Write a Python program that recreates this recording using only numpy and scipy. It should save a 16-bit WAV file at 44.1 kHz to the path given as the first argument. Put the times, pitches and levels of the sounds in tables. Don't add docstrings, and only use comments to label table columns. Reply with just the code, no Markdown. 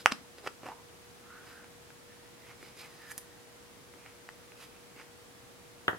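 import sys
import numpy as np
from scipy import signal
from scipy.fft import rfft, irfft, next_fast_len
from scipy.io import wavfile

SR = 44100
rng = np.random.default_rng(int(sys.argv[2]) if len(sys.argv) > 2 else 0)


def wrap_up_sound(samples):
    columns = np.atleast_2d(samples).T
    tamed = np.clip(columns, -1, 1)
    steps = np.round(tamed * 32767).astype(np.int16)
    wavfile.write(sys.argv[1], SR, steps)


N = 263717

# pitch_hz, level_db
AIR_NOISE = [(15, -43), (25, -27), (45, -13.5), (108, -6.5), (170, -8), (285, -8), (420, -10), (600, -11.5),
             (1130, -14), (1700, -16), (2760, -18.5), (10400, -24.5), (14000, -30), (16000, -31.5)]
# pitch_hz, likeness (0 to 1)
STEREO_LIKENESS = [(60, 0.47), (150, 0.26), (380, 0.15), (950, 0.081), (2380, 0.01), (5980, 0.0097),
                   (15000, 0.02)]
# pitch_hz, level_db
HUM_TONES = [(119.5, -76), (360, -75.5), (479.6, -63)]
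# peak_s, length_s, level_db, grit (0 = skin, 1 = plastic edge)
SCRAPES = [(0.005, 0.037, -39, 1), (0.396, 0.017, -44, 0.82), (0.458, 0.024, -38, 0.73),
           (0.681, 0.043, -29, 0.02), (1.514, 0.1, -39.5, 0.54), (2.498, 0.086, -38.5, 0.34),
           (2.672, 0.079, -42, 0.79), (2.81, 0.043, -38, 0.93), (2.851, 0.042, -36.5, 0.51),
           (3.02, 0.34, -45, 0.75), (4.087, 0.11, -46, 0.11), (4.633, 0.051, -38.5, 0.81),
           (4.77, 0.022, -43.5, 0.1), (5.006, 0.047, -36, 0.34)]
# pitch_hz, width_hz, level_db
SHELL_MODES = [(90, 120, -23), (543, 34, -13.5), (860, 153, -6), (1292, 604, -0.5), (1870, 560, -10.5),
               (2630, 490, -9)]
# pitch_hz, width_hz, level_db
SHELL_OVERTONES = [(4530, 140, -20.5), (5770, 1300, -18.5), (8430, 480, -22.5), (10680, 340, -24.5)]
# time_s, pitch_hz
HOLLOW_PITCH = [(0.15, 214), (0.47, 477), (0.66, 545), (0.705, 916), (0.8, 980), (1.4, 1480), (2.1, 1750),
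                (2.5, 2180), (2.85, 2270), (2.9, 1880), (3.12, 1765), (4.06, 2270), (4.29, 1940),
                (4.6, 2580), (5.0, 2170)]
# pitch_hz, sharpness_q
HOLLOW_SHARPNESS = [(225, 4.4), (480, 2.8), (570, 1.4), (900, 7), (1500, 7.2), (1820, 12.7), (2300, 6.9)]
# pitch_hz, width_hz, level_db
RIM_MODES = [(2420, 260, -11), (3190, 460, -13), (3920, 1100, -2.5), (4870, 206, 1), (7260, 790, -12),
             (10800, 700, -10)]
# pitch_hz, width_hz, level_db
TICK_MODES = [(6360, 1400, -1.5), (9300, 820, 1.5), (10960, 1100, 2), (13600, 1500, -1)]
# left_delay_s, right_delay_s, level_db
NEAR_ECHOES = [(0.0014, 0.0008, -34), (0.0080, 0.0098, -30), (0.0099, 0.0082, -19), (0.0186, 0.016, -26.5)]
# pitch_hz, level_db
ROOM_TONE = [(80, -26), (230, -2.5), (500, -14.5), (1300, -12.5), (2700, -14), (4000, -8), (6000, -9.5),
             (10000, -3.5), (16000, -11)]
# start_s, shell_db, hollow_db, rim_db
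SEAM_SNAPS = [(0.0596, 24, -8, -5), (0.1164, -18, -12, -21), (0.1203, 3.5, 5, -23), (0.1221, 1.5, 17, 2),
              (0.384, -19.5, -10.5, -22), (0.4642, -8.5, 3, -32), (0.4724, -5, -19, -27),
              (0.4740, 1.5, 4, -20), (0.4762, -7, -11, -12)]
# peak_s, length_s, level_db
SMOOTH_RUBS = [(0.45, 0.025, -30), (0.715, 0.044, -25.5), (0.79, 0.06, -39), (1.355, 0.11, -33.5),
               (1.6, 0.09, -36.5), (2.12, 0.05, -42), (3.055, 0.074, -33.5), (3.113, 0.02, -23)]
# start_s, level_db
FINGER_PATS = [(0.4745, -14), (0.633, -3), (0.658, -3), (0.687, -4), (2.628, -7), (2.771, -12), (3.94, -7),
               (4.963, -8.5)]
# pitch_hz, width_hz, level_db
CUPPED_MODES = [(293, 170, -1), (402, 39, 3)]
# start_s, level_db
HARD_TAPS = [(0.633, -15.5), (0.666, -10), (0.687, -10), (1.6432, -13), (1.9042, -15), (2.6283, -15.5),
             (3.1155, -10), (3.939, -22.5), (4.062, -15.5), (4.2895, -6.5), (4.52, -19), (4.963, -24)]
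# flick_s, level_db, drag_s
EDGE_FLICKS = [(3.1179, -15.5, 0.021), (3.1794, -8, 0.0027)]
# start_s, knock_db, thud_db, clack_db, tick_db
TABLE_HITS = [(5.8782, -35, -39, -30, -37), (5.8808, 16, 4, 13, -42), (5.8935, -17, -4, -26, -30),
              (5.9055, -20, -23, -26, -33), (5.913, -17, -31, -30, -30), (5.9312, -3, -4.5, -34, -41),
              (5.948, -11, -8, -35, -35)]
# pitch_hz, width_hz, level_db
KNOCK_MODES = [(1245, 190, -1), (1390, 200, -1), (1920, 98, 2)]
# pitch_hz, width_hz, level_db
TABLE_MODES = [(104, 18, 6.5), (184, 49, 5.5), (350, 140, 7.5), (440, 46, 2), (704, 75, 3)]
# pitch_hz, width_hz, level_db
CLACK_MODES = [(2550, 450, -9), (3120, 380, 0)]
# pitch_hz, level_db
BOARD_TONE = [(60, -35), (100, -22), (200, -16), (330, -10), (600, -2.5), (950, -3.5), (1250, -2),
              (1900, 2.5), (2150, -41), (3100, -25), (3600, -48), (8000, -35.5)]


def from_db(db):
    return 10 ** (np.asarray(db) / 20)


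def unit_power(x):
    return x / np.sqrt(np.mean(x ** 2) + 1e-20)


def at_hz(points, hz):
    pitches, values = np.transpose(points)
    return np.interp(np.log(hz + 1), np.log(pitches), values)


def coloured(noise, tone):
    n = noise.shape[-1]
    size = next_fast_len(n)
    gain = from_db(at_hz(tone, np.fft.rfftfreq(size, 1 / SR)))
    return irfft(rfft(noise, size) * gain, size)[..., :n]


def surround_noise(size):
    n = next_fast_len(size)
    mid, side = rfft(rng.standard_normal((2, n)))
    alike = np.clip(at_hz(STEREO_LIKENESS, np.fft.rfftfreq(n, 1 / SR)), 0, 1)
    spectrum = np.sqrt((1 + alike) / 2) * mid + np.sqrt((1 - alike) / 2) * side * [[1], [-1]]
    return irfft(spectrum, n)[:, :size]


def drift(rate_hz):
    position = np.arange(N) / SR * rate_hz
    return unit_power(np.interp(position, np.arange(N), rng.standard_normal(N)))


def clicks(table, column=1):
    force = np.zeros(N)
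    for row in table:
        force[min(round(row[0] * SR), N - 1)] += from_db(row[column])
    return force


def resonator(hz, width_hz):
    decay = np.exp(-np.pi * width_hz / SR)
    feedback = [1, -2 * decay * np.cos(2 * np.pi * hz / SR), decay ** 2]
    return (1 - decay ** 2) / 2 * np.array([1, 0, -1]), feedback


def ring(force, modes, polarity=-1):
    force = force + 1e-12 * rng.standard_normal(N)
    return sum(polarity ** k * from_db(db) * signal.lfilter(*resonator(hz, width_hz), force)
               for k, (hz, width_hz, db) in enumerate(modes))


def low_pass(x, hz, order=6):
    return signal.sosfilt(signal.butter(order, hz, fs=SR, output="sos"), x)


def delayed(x, delay_s):
    return np.interp(np.arange(N) - delay_s * SR, np.arange(N), x, left=0)


def convolved(x, tail):
    return signal.fftconvolve(x[None], tail, axes=1)[:, :N]


def swells(rows):
    t, power = np.arange(N) / SR, np.zeros(N)
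    for peak_s, rise_s, fall_s, db in rows:
        near = slice(max(int((peak_s - 4 * rise_s) * SR), 0), int((peak_s + 4 * fall_s) * SR))
        since = t[near] - peak_s
        power[near] += from_db(db) ** 2 * np.exp(-(since / np.where(since < 0, rise_s, fall_s)) ** 2)
    return power


def air_and_hum(air_db=-54.5, waver_db=0.1):
    t, hum = np.arange(N) / SR, np.zeros(N)
    for hz, db in HUM_TONES:
        peak = np.sqrt(2) * from_db(db + waver_db * drift(3.91))
        hum += peak * np.sin(2 * np.pi * hz * t + 0.42 * drift(3.51))
    return from_db(air_db) * unit_power(coloured(surround_noise(N), AIR_NOISE)) + hum


def friction(power, slips_per_s, spread_db, judder_db=0.5):
    sizes = from_db(spread_db * rng.standard_normal(N) + judder_db * drift(220))
    slips = (rng.random(N) < slips_per_s / SR) * rng.choice([-1, 1], N) * sizes
    return np.sqrt(power) * unit_power(slips)


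def rubbing(rows, rise_share=0.64):
    return swells((peak_s, length_s * rise_share, length_s * (1 - rise_share), db)
                  for peak_s, length_s, db in rows)


def scraping(skin_db, edge_db):
    return rubbing((peak_s, length_s, db + skin_db + grit * (edge_db - skin_db))
                   for peak_s, length_s, db, grit in SCRAPES)


def shell(taps, flicks):
    gentle_taps = low_pass(taps, hz=2250, order=2)
    force = clicks(SEAM_SNAPS) + gentle_taps + from_db(-5.5) * flicks
    rub_power = scraping(skin_db=-7.5, edge_db=-5.5) + seam_chatter(column=1)
    force += friction(rub_power, slips_per_s=3000, spread_db=6)
    deep = low_pass(ring(force, SHELL_MODES, polarity=1), hz=3050, order=8)
    return deep + ring(force, SHELL_OVERTONES)


def hollow(taps, flicks, block=128):
    force = clicks(SEAM_SNAPS, column=2) + from_db(4.5) * taps + from_db(4) * flicks
    rub_power = scraping(skin_db=0, edge_db=-2) + seam_chatter(column=2)
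    rub_power += rubbing(SMOOTH_RUBS) + shifting_fingers()
    force += friction(rub_power, slips_per_s=4000, spread_db=1.5) + 1e-12 * rng.standard_normal(N)
    air, state = np.zeros(N), np.zeros(2)
    starts = np.arange(0, N, block)
    pitch = np.interp(starts / SR, *np.transpose(HOLLOW_PITCH))
    for i, hz, q in zip(starts, pitch, at_hz(HOLLOW_SHARPNESS, pitch)):
        air[i:i + block], state = signal.lfilter(*resonator(hz, hz / q), force[i:i + block], zi=state)
    return low_pass(air, hz=2830, order=1)


def rims(taps, flicks):
    force = clicks(SEAM_SNAPS, column=3) + from_db(-16) * taps + from_db(-27) * flicks
    rub_power = scraping(skin_db=-25.5, edge_db=-2.5) + seam_chatter(column=3) + edge_drag()
    force += friction(rub_power, slips_per_s=7000, spread_db=1)
    return low_pass(ring(force, RIM_MODES, polarity=1), hz=8200, order=2)


def edge_ticks(taps, flicks):
    force = from_db(-30.5) * clicks(SEAM_SNAPS) + from_db(-26) * taps + flicks
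    rub_power = scraping(skin_db=-30.5, edge_db=-12.5) + edge_drag()
    force += friction(rub_power, slips_per_s=9300, spread_db=10)
    return ring(force, TICK_MODES)


def room_echo(x, fade_s=0.27, treble_fade_s=0.22, build_s=0.00055):
    t = np.arange(SR // 2) / SR
    noise = coloured(surround_noise(len(t)), ROOM_TONE)
    low = signal.sosfiltfilt(signal.butter(2, 3500, fs=SR, output="sos"), noise)
    fade = from_db(-60 * t / fade_s)
    treble = (noise - low) * from_db(-60 * t / treble_fade_s)
    tail = (low * fade + treble) * (1 - np.exp(-t / build_s))
    near = sum(from_db(db) * np.array([delayed(x, left_s), delayed(x, right_s)])
               for left_s, right_s, db in NEAR_ECHOES)
    return convolved(x, tail / np.sqrt(np.sum(fade ** 2))) + near


def seam_chatter(column, rise_s=0.004, fall_s=0.0034, clean_break_db=15):
    return swells((snap[0], rise_s, fall_s, snap[column] - 26.5)
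                  for snap in SEAM_SNAPS if snap[1] < clean_break_db)


def finger_pats():
    return ring(clicks(FINGER_PATS), CUPPED_MODES)


def shifting_fingers(start_s=1.15, end_s=5.1, level_db=-53.5, swing_db=4):
    t = np.arange(N) / SR
    return (t > start_s) * (t < end_s) * from_db(level_db + swing_db * drift(12)) ** 2


def edge_drag(fall_s=0.0071):
    return swells((flick_s, drag_s, fall_s, db - 32) for flick_s, db, drag_s in EDGE_FLICKS)


def edge_flicks(rebound_s=0.0052, rebound_db=-5):
    force = clicks(EDGE_FLICKS)
    return force + from_db(rebound_db) * delayed(force, rebound_s)


def table_landing(board_db=-29.5, fade_s=0.18, dull_hz=1930):
    force = clicks(TABLE_HITS)
    knock = ring(force, KNOCK_MODES, polarity=1)
    thud = ring(clicks(TABLE_HITS, column=2), TABLE_MODES, polarity=1)
    bump = low_pass(knock + thud, dull_hz, order=8)
    bump = signal.sosfilt(signal.butter(2, 70, "high", fs=SR, output="sos"), bump)
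    clack = low_pass(ring(clicks(TABLE_HITS, column=3), CLACK_MODES), hz=3680)
    tick = ring(clicks(TABLE_HITS, column=4), TICK_MODES)
    t = np.arange(SR // 2) / SR
    board = coloured(surround_noise(len(t)), BOARD_TONE) * from_db(-60 * t / fade_s)
    return bump + clack + tick, from_db(board_db) * convolved(force, board)


def scene(body_right_db=0.94, edges_right_db=1.3):
    taps, flicks = clicks(HARD_TAPS), edge_flicks()
    body = shell(taps, flicks) + hollow(taps, flicks) + finger_pats()
    edges = rims(taps, flicks) + edge_ticks(taps, flicks)
    blow, board = table_landing()
    egg = body * from_db([[-body_right_db], [body_right_db]])
    egg += np.array([np.roll(edges, 1), edges]) * from_db([[-edges_right_db], [edges_right_db]])
    table = np.array([blow, delayed(blow, 7 / SR)]) + board
    return air_and_hum() + egg + room_echo(body + edges + blow) + table


def record(dry):
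    clipped = np.clip(dry, -1, 1)
    return signal.sosfilt(signal.ellip(10, .1, 70, 15900, fs=SR, output="sos"), clipped)


dry = scene()
out = record(dry)
wrap_up_sound(out)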